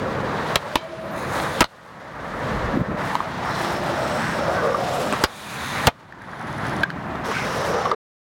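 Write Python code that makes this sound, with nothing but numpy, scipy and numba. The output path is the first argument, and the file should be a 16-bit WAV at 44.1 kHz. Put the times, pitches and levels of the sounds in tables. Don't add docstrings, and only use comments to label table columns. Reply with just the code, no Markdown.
import sys
import numpy as np
from scipy import signal
from scipy.fft import rfft, irfft, next_fast_len
from scipy.io import wavfile
from scipy.ndimage import uniform_filter1d
from numba import njit

SR = 44100
rng = np.random.default_rng(int(sys.argv[2]) if len(sys.argv) > 2 else 0)


def master(y):
    cut = np.clip(np.atleast_2d(y).T, -1, 1)
    pcm = np.round(cut * 32767)
    wavfile.write(sys.argv[1], SR, pcm.astype(np.int16))


def field_ratio(decibels):
    return 10 ** (np.asarray(decibels, dtype=float) / 20)


N = 370440
END_S = 7.95

# time in seconds, wheel roar in dB, treble in dB (drives both grit and bearing hiss).
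ROLL = [(0.0, -31.5, -44.5), (0.3, -28.5, -44), (0.55, -28, -40.5), (0.8, -31, -41), (1.0, -36, -46),
        (1.2, -30.5, -48), (1.375, -26, -36.5), (1.53, -29.5, -40), (1.7, -26, -37), (2.1, -26, -42),
        (2.5, -28.5, -41.5), (2.875, -31, -47.5), (2.969, -31, -49), (2.975, -27.5, -42.5),
        (3.125, -27, -39), (3.27, -32.5, -44), (3.39, -32, -44), (3.5, -25, -40.5), (3.625, -26.5, -37),
        (3.8, -29.5, -40), (4.3, -28, -39), (4.7, -28.5, -41), (5.0, -35, -37), (5.24, -26.5, -39),
        (5.375, -36, -37), (5.65, -31.5, -38.5), (5.875, -26.5, -37), (6.125, -29, -43), (6.4, -25, -42.5),
        (6.7, -27.5, -42.5), (7.0, -31, -50), (7.235, -34.5, -53), (7.25, -29, -39), (7.4, -29.5, -39.5),
        (7.65, -27.5, -37.5), (7.94, -30.5, -45)]
# time in seconds, level in dB.
LOW = [(0.0, -28.5), (0.5, -31), (0.88, -37), (1.1, -33.5), (1.375, -29.5), (1.55, -34), (2.25, -30),
       (2.55, -29), (2.82, -30.5), (2.85, -30), (2.92, -21), (2.97, -32.5), (3.1, -30), (3.25, -36.5),
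       (3.45, -31.5), (4.4, -29.5), (4.8, -33.5), (5.12, -32), (5.27, -39.5), (5.6, -36.5), (5.9, -31),
       (6.55, -27.5), (7.0, -29), (7.24, -31), (7.4, -33), (7.7, -31), (7.94, -38)]
# time in seconds, level in dB, pitch in Hz.
DECK = [(0.0, -29, 530), (0.4, -31, 480), (0.7, -30.5, 580), (0.9, -32.5, 560), (1.1, -38, 603),
        (1.4, -31.5, 533), (1.8, -33.5, 555), (2.1, -33.5, 546), (2.9, -30.5, 542), (3.1, -39, 675),
        (3.25, -36, 660), (3.4, -39.5, 684), (3.8, -29, 623), (4.125, -27, 600), (4.25, -38, 650),
        (4.42, -26.5, 576), (4.52, -25.5, 560), (4.6, -28, 520), (4.7, -23, 540), (4.78, -25.5, 530),
        (4.86, -32.5, 540), (4.93, -24.5, 566), (5.02, -25.5, 524), (5.12, -29, 625), (5.17, -39.5, 610),
        (5.22, -27.5, 600), (5.7, -67, 660), (5.875, -31.5, 597), (6.2, -50.5, 621), (6.6, -36, 610),
        (6.85, -38, 680), (7.24, -36.5, 724), (7.244, -32.5, 480), (7.32, -32, 470), (7.35, -60, 500),
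        (7.43, -51, 510), (7.45, -26, 510), (7.52, -36, 505), (7.6, -28, 519), (7.72, -24.5, 524),
        (7.85, -26.5, 506), (7.93, -23, 487)]
USUAL_TREBLE_DB, HISS_DB = -40, -48
HISS_STEEPNESS = 2.4
AIR_GRIT_DB = -4

# start in seconds, blow in dB, thud in dB re blow,
# crack in dB re blow, contact time in ms, crack pitch in Hz, favoured board tone in Hz.
HITS = [(0.5567, -1.5, -20, 1.5, 7.9, 3600, 950), (0.7560, 1, -14, -2, 5.5, 2400, 850),
        (1.6065, 15.5, -10.5, -6, 8.5, 2770, 950), (1.6186, 13.5, -25.5, -6, 8.4, 2760, 1405),
        (1.6263, 12.5, -18.5, -9.5, 4.6, 2900, 1300), (1.6419, 9, -10.5, -4, 3.8, 4280, 900),
        (5.125, -13, -17, -6.5, 2.5, 8010, 1203), (5.133, -11.5, -24.5, -13, 9.7, 2000, 990),
        (5.238, 10, -9, -8, 3.6, 5180, 1200), (5.2445, 3, -17.5, -6, 4, 4510, 1160),
        (5.8700, 18.5, -3, -8.5, 13.24, 2660, 660), (5.885, 12.5, -10.5, -8.5, 3.2, 3380, 550)]
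# start in seconds, blow in dB, crack in dB re blow, contact time in ms, knock tone in Hz.
KNOCKS = [(0.715, -20.5, -35, 2.8, 1680), (1.4, -19.5, -4, 3.5, 1540), (3.1527, -4.5, -16, 3.8, 987),
          (3.2037, -7, -24.5, 3.2, 1070), (3.646, -15, -14, 3.2, 1250), (4.7443, -10, -41, 8.6, 1174),
          (5.0705, -14.5, -28, 2.3, 740), (6.124, -10, -47, 1.7, 1720), (6.2176, -14, -39, 3.13, 1600),
          (6.332, -12, -36, 3, 1580), (6.652, -13, -15, 2.1, 1600), (6.833, -3.5, -15, 9.1, 1593),
          (6.9025, -10.5, -12.5, 2, 1580), (7.1555, -19.5, -13, 1.4, 1220), (7.312, -21, -18, 9.6, 1100),
          (7.365, -15.5, -28, 7.5, 1518), (7.853, -11, -18, 13, 1130), (7.914, -5, -22.5, 7.7, 1180)]
KNOCK_THUD_DB, KNOCK_CRACK_HZ = -32, 3500
# pitch in Hz, level in dB, free decay t60 in seconds.
BOARD = [(480, -6, .013), (670, -3, .012), (860, -3, .013), (1060, -2, .016), (1250, 0, .014),
         (1570, -2, .012), (1850, -4, .01), (2150, -5, .009), (2800, -5, .007), (3700, -5, .006),
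         (5100, -8, .004)]
KNOCK_T60_SHARE = .55
RISE_MS = 1.2

# pitch in Hz, level in dB, decay t60 in seconds.
RAIL = [(343, -4.5, 1.5), (646, .5, 2.), (969, -9, .2), (1750, -12, .15), (2283, -9, .6), (2640, -11, .15),
        (2923, -9, .22), (3128, -7, .25), (3520, -11, .14), (3990, -5, .25), (4400, -13, .1)]
RAIL_HIT_S, RAIL_DB, RAIL_MUTED_S = .7558, -21.5, 1.22
# time in seconds, level in dB, scrape pitch in Hz.
GRIND = [(1.14, -62, 3810), (1.2, -53, 3850), (1.3, -45, 4150), (1.4, -47, 3800), (1.5, -46, 3670),
         (1.6, -42, 3550), (1.61, -91.5, 3550)]

# start in seconds, end in seconds, level in dB.
AIR = [(1.114, 1.605, -49), (5.243, 5.868, -46)]
# pitch in Hz, width in Hz, level in dB.
SPIN = [(2370, 340, 3), (3800, 690, -0.5), (5000, 300, -16.5), (6300, 800, -4.5), (9200, 1300, -6),
        (14600, 1800, -14)]
# start in seconds,
# end in seconds, centre in Hz, width of each of two filter passes in Hz, level in dB.
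NOISE_BANDS = [(.25, 0.562, 3800, 997, -49.5), (.82, 1.14, 9600, 1206, -61.5),
               (1.0, 1.12, 13900, 704, -65.5), (1.108, 1.142, 13500, 1300, -55),
               (5.21, 5.242, 8400, 3500, -43.5), (3.497, 3.622, 4070, 400, -42.5),
               (3.6, 3.955, 340, 59.7, -33), (4.18, 4.356, 1630, 596, -29.5), (4.48, 4.563, 727, 90, -28),
               (4.555, 4.737, 1160, 110, -32), (4.547, 4.63, 1503, 80.4, -29.5),
               (4.784, 5.022, 715, 110.5, -28), (5.02, 5.15, 220, 60, -31.5), (3.45, 3.81, 5330, 900, -45),
               (3.9, 4.51, 5400, 698, -46.5), (3.95, 4.4, 4040, 500, -51), (4.0, 4.4, 8060, 900, -50),
               (4.5, 5.15, 5340, 900, -49), (4.88, 5.12, 7460, 1200, -50.5), (5.286, 5.5, 3560, 700, -41.5),
               (5.45, 5.569, 2370, 400, -39.5), (5.452, 5.87, 1510, 895, -36),
               (5.73, 5.858, 1800, 1000, -32.5), (5.565, 5.876, 3600, 700, -39),
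               (5.62, 5.868, 6300, 500, -49), (6.2, 6.824, 1560, 500, -39), (6.2, 6.833, 3260, 1280, -45.5),
               (6.2, 6.824, 10200, 1810, -57), (7.243, 7.922, 5440, 1280, -43),
               (7.31, 7.397, 1540, 906, -29), (7.344, 7.457, 2110, 400, -31),
               (7.72, 7.824, 1230, 249.5, -31), (7.762, 7.88, 766, 140, -28)]
# start in seconds, end in seconds, ticks per second, smallest tick in dB.
TICKS = [(1.15, 1.6, 32, -42), (3.3, 5.2, 15, -38), (6.205, 6.86, 35, -25.5), (7.26, 7.898, 41, -29)]

# centre in seconds, level in dB, pitch in Hz.
THUMPS = [(2.517, -16, 142), (2.645, -18, 132), (2.744, -18, 240), (2.7575, -15, 160), (2.7755, -10, 290),
          (2.787, -16, 260), (2.797, -13, 170), (2.8135, -9, 115), (2.8195, -11, 190), (5.875, 0, 60)]
# start in seconds, end in seconds, level in dB.
GUST = (2.72, 2.824, -23)
# start in seconds, end in seconds, level in dB before the flutter.
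BREEZE = [(0.0, 0.406, -44.5), (1.909, 3.0, -44)]

# frequency in Hz, level in dB per Hz.
RUMBLE = [(30, -14), (60, -4), (140, 5), (200, 4.5), (270, -0.5), (340, -1), (430, -5.5), (700, -59.5)]
ROAR = [(300, -31), (450, -1.5), (700, 1.5), (900, 4), (1150, 2.5), (1400, 0.5), (1900, -1.5),
        (2400, -13.5), (3500, -49)]
GRIT = [(1500, -7.5), (2500, 5), (3700, 4.5), (4600, 0.5), (5400, -3.5), (6600, -7), (8000, -15),
        (11000, -43.5)]
BEARINGS = [(5000, -0.5), (8000, 0), (10000, -1.5), (12500, -7), (15500, -9), (16300, -7), (17000, -33.5),
            (18000, -66)]
CRACK = [(1500, 4.5), (3500, 2.5), (6000, -17.5), (10000, -28), (16000, -20), (17500, -33)]
OUTDOORS = [(200, -16.5), (1000, -1), (2500, -5.5), (5000, -25), (9000, -28), (16000, -36.5),
            (17500, -58.5)]
OUTDOORS_DB = -42.5


def unit(x):
    return x / np.sqrt(np.mean(x ** 2))


def colour(x, points):
    hz, db = np.transpose(points)
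    size = next_fast_len(len(x))
    log_f = np.log(np.arange(size // 2 + 1) * SR / size + 1)
    gain = field_ratio(np.interp(log_f, np.log(hz), db))
    return unit(irfft(rfft(x, size) * gain, size)[:len(x)])


def ring(x, hz, t60):
    pole = np.exp(2j * np.pi * hz / SR - np.log(1000) / (t60 * SR))
    return signal.lfilter([1], [1, -pole], x).imag


def band(x, hz, width):
    return signal.lfilter(*signal.iirpeak(hz, hz / width, SR), x)


@njit
def svf(x, hz, width):
    y, b, l = np.empty(len(x)), 0., 0.
    for i in range(len(x)):
        g, k = np.tan(np.pi * hz[i] / SR), width / hz[i]
        v = (b + g * (x[i] - l)) / (1 + g * (g + k))
        b, l, y[i] = 2 * v - b, l + 2 * g * v, k * v
    return y


def walk(rate):
    k = int(SR / rate)
    steps = np.repeat(rng.standard_normal(N // k + 1), k)
    return unit(uniform_filter1d(uniform_filter1d(steps, k), k)[:N])


def grains(scatter_db):
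    size = field_ratio(scatter_db * np.minimum(rng.exponential(size=N), 4))
    return unit(rng.standard_normal(N) * size)


def curves(table):
    s, *columns = np.transpose(table)
    return [np.interp(np.arange(N) / SR, s, c) for c in columns]


def swell(a, b):
    return np.sin(np.pi * np.clip((np.arange(N) / SR - a) / (b - a), 0, 1)) ** 0.14


def rolling():
    (roar_db, treble_db), (deck_db, deck_hz) = curves(ROLL), curves(DECK)
    hiss_db = HISS_DB + HISS_STEEPNESS * (treble_db - USUAL_TREBLE_DB)
    t = np.arange(N) / SR
    grit_db = treble_db + AIR_GRIT_DB * sum((t > a) * (t < b) for a, b, _ in AIR)
    surface = walk(50)

    shake = colour(grains(scatter_db=3.), [(200, -12), (400, 0), (1400, 0), (2500, -25), (8000, -60)])
    drifting_hz = deck_hz * (1 + .025 * walk(25))
    deck = unit(svf(shake, drifting_hz, 130.))
    deck = deck + .25 * unit(svf(shake, 2.05 * drifting_hz, 200.))
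    deck = deck * field_ratio(deck_db + 0.15 * surface + 1.5 * walk(45))

    roar = colour(grains(scatter_db=1.0), ROAR) * field_ratio(roar_db + 0.28 * surface + 1.1 * walk(60))
    grit = colour(grains(scatter_db=2.5), GRIT) * field_ratio(grit_db + 0.42 * surface + 1.2 * walk(80))
    hiss = colour(grains(scatter_db=3.5), BEARINGS) * field_ratio(hiss_db + 0.31 * surface + 1.4 * walk(80))
    return deck + roar + grit + hiss


def strike(blow_db, thud_db, crack_db, contact_ms, crack_hz, tone_hz, pitched):
    size = 8192
    t = np.arange(size) / SR
    force = np.exp(-(t / (contact_ms / 1000)) ** 2)
    push = rng.standard_normal(size) * force * (1 - np.exp(-t / (RISE_MS / 1000)))
    t60_share = KNOCK_T60_SHARE if pitched else 1

    body = 0
    scatter = rng.standard_normal((len(BOARD), 2)) * [1.5, .06]
    for (hz, mode_db, t60), (off_db, off_pitch) in zip(BOARD, scatter):
        mode_db = mode_db + off_db + 2.0 * min(crack_db, 0) * abs(np.log2(hz / tone_hz))
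        y = ring(push, hz * (1 + off_pitch), t60_share * t60)
        body = body + field_ratio(mode_db) * np.sqrt(t60) * y / np.abs(y).max()
    if pitched:
        knock = np.sin(2 * np.pi * (tone_hz * t + rng.random()))
        knock = knock * force * (1 - np.exp(-3000 * t / contact_ms))
        body = .6 * body / np.abs(body).max() + 1.8 * knock
    body = body / np.abs(body).max()
    slap = .5 * field_ratio(1.6 * crack_db) * force * colour(rng.standard_normal(size), ROAR)

    thud = np.gradient(ring(rng.standard_normal(size) * force, 269, 0.011))
    thud = signal.lfilter([.2], [1, -.8], thud / np.abs(thud).max())

    snap = rng.standard_normal(size)
    crack = colour(snap, CRACK) * (np.exp(-t / 0.0012) + 0.38 * force)
    crack = crack + 0.52 * unit(band(snap, crack_hz, 1100)) * np.exp(-t / 0.0025)
    crack = crack * (1 - np.exp(-t / 0.00034))
    return field_ratio(blow_db) * (body + slap + field_ratio(thud_db) * thud + field_ratio(crack_db) * crack)


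def place(blows):
    out = np.zeros(N + 8192)
    for s, sound in blows:
        i = int(s * SR)
        out[i:i + len(sound)] += sound
    return out[:N]


def clacks():
    return place([(s, strike(*settings, pitched=False)) for s, *settings in HITS])


def knocks():
    return place([(s, strike(db, KNOCK_THUD_DB, crack_db, ms, KNOCK_CRACK_HZ, hz, pitched=True))
                  for s, db, crack_db, ms, hz in KNOCKS])


def rail():
    size = 2 * SR
    t = np.arange(size) / SR - RAIL_HIT_S
    force = rng.standard_normal(size) * (t > 0) * np.exp(-np.abs(t) / 0.008)
    out = 0
    for hz, db, t60 in RAIL:
        for near, near_db in [(1, 0), (1.016, -9), (.982, -10)]:
            y = ring(force, hz * near, t60)
            level = field_ratio(RAIL_DB + db + near_db + 2.2 * walk(60)[:size])
            out = out + level * y / np.abs(y).max()
    chatter = colour(rng.standard_normal(size), [(500, -10), (1500, -6.5), (3000, -1.5), (4600, 4),
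                                                 (5500, -4), (12000, -30)])
    out = out + field_ratio(-25.) * chatter * (t > 0) * np.exp(-np.abs(t) / 0.022)
    muting = np.clip((RAIL_MUTED_S - RAIL_HIT_S - t) / .08, 0, 1)
    return np.pad(out * muting, (0, N - size))


def grind():
    db, hz = curves(GRIND)
    scrape = unit(svf(grains(scatter_db=5.0), hz * (1 + .03 * walk(30)), 600.))
    return scrape * field_ratio(db + 2.5 * walk(43)) * (np.arange(N) / SR > GRIND[0][0])


def spinning():
    t, noise = np.arange(N) / SR, grains(scatter_db=4.0)
    whirr = sum(field_ratio(db) * unit(band(noise, hz, width)) for hz, width, db in SPIN)
    gate = sum(field_ratio(db) * np.clip((t - a) / 0.046, 0, 1) * (t < b) for a, b, db in AIR)
    return whirr * gate * field_ratio(1.5 * walk(40))


def noise_bands():
    noise = grains(scatter_db=6.0)
    out = 0
    for a, b, hz, width, db in NOISE_BANDS:
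        y = band(band(noise, hz, width), hz, width)
        steady = unit(y / uniform_filter1d(np.abs(y) + 1e-9, size=500) ** .4)
        out = out + field_ratio(db) * swell(a, b) * steady
    return out * field_ratio(0.5 * walk(50))


def tiny_ticks():
    t, chance = np.arange(N) / SR, rng.random(N)
    size = field_ratio(3 * np.minimum(rng.exponential(size=N), 3))
    ticks = sum(field_ratio(db) * size * (chance < rate / SR) * (t > a) * (t < b) for a, b, rate, db in TICKS)
    rings = .5 * ring(ticks, 6000, .002) + .4 * ring(ticks, 10000, .002) + .6 * ring(ticks, 1700, .005)
    return ticks + rings


def thumps():
    t, width_s = np.arange(N) / SR, .004
    return sum(field_ratio(db) * np.exp(-((t - s) / width_s) ** 2) * np.cos(2 * np.pi * hz * (t - s))
               for s, db, hz in THUMPS)


def gust():
    start, end, db = GUST
    t = np.arange(N) / SR
    wind = colour(rng.standard_normal(N), [(40, -2), (150, -7), (250, 13), (400, 10), (600, -18),
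                                           (1200, -41.0)])
    build = np.clip((t - start) / (end - start), 0, 1) ** 0.49
    return field_ratio(db) * build * np.clip((end - t) / 0.0042, 0, 1) * wind


def breeze():
    low = band(band(rng.standard_normal(N), 45, 50), 45, 50)
    flutter = unit(low) * field_ratio(9.5 * walk(6))
    return flutter * sum(field_ratio(db) * swell(a, b) for a, b, db in BREEZE)


def rumble():
    low_db, = curves(LOW)
    return colour(rng.standard_normal(N), RUMBLE) * field_ratio(low_db + 0.4 * walk(19))


def outdoors():
    return field_ratio(OUTDOORS_DB) * colour(rng.standard_normal(N), OUTDOORS)


def park(x):
    t = np.arange(int(.3 * SR)) / SR
    tail = colour(rng.standard_normal(len(t)), [(100, -5.5), (1000, -4.0), (4000, -1.0), (12000, -5.5)])
    tail = tail * np.exp(-t * np.log(1000) / 0.06) * (t > .006)
    return x + field_ratio(-28.5) * signal.fftconvolve(x, tail)[:N]


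@njit
def leveller(x, clip, top, smooth, fall_db, rise_db):
    y, gain_db, loud = np.empty(len(x)), 0., 0.
    for i in range(len(x)):
        y[i] = min(max(x[i] * 10 ** (gain_db / 20), -clip), clip)
        loud += smooth * (abs(y[i]) - loud)
        excess = min(max(loud / top - 1, 0.), 1.)
        gain_db = min(gain_db + rise_db - fall_db * excess, 0.)
    return y


def scene():
    board = rolling() + spinning() + grind() + noise_bands() + tiny_ticks()
    echoing = park(clacks() + knocks() + rail())
    low_bursts = thumps() + gust() + breeze()
    return (board + echoing + low_bursts + rumble() + outdoors())[None]


def roll_off(x):
    return signal.sosfilt(signal.butter(12, 17860, fs=SR, output="sos"), x)


def record(dry):
    y = signal.sosfilt(signal.butter(2, 35, "high", fs=SR, output="sos"), dry[0])
    y = leveller(y, clip=.4, top=0.11, smooth=1 / (0.0014 * SR), fall_db=1500 / SR, rise_db=28 / SR)
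    y = signal.sosfilt(signal.butter(8, 16600, fs=SR, output="sos"), y)
    y = signal.sosfilt(signal.butter(1, 8, "high", fs=SR, output="sos"), y)
    y = y * np.clip((END_S - np.arange(N) / SR) / .008, 0, 1)
    return roll_off(y[None])


dry = scene()
out = record(dry)
master(out)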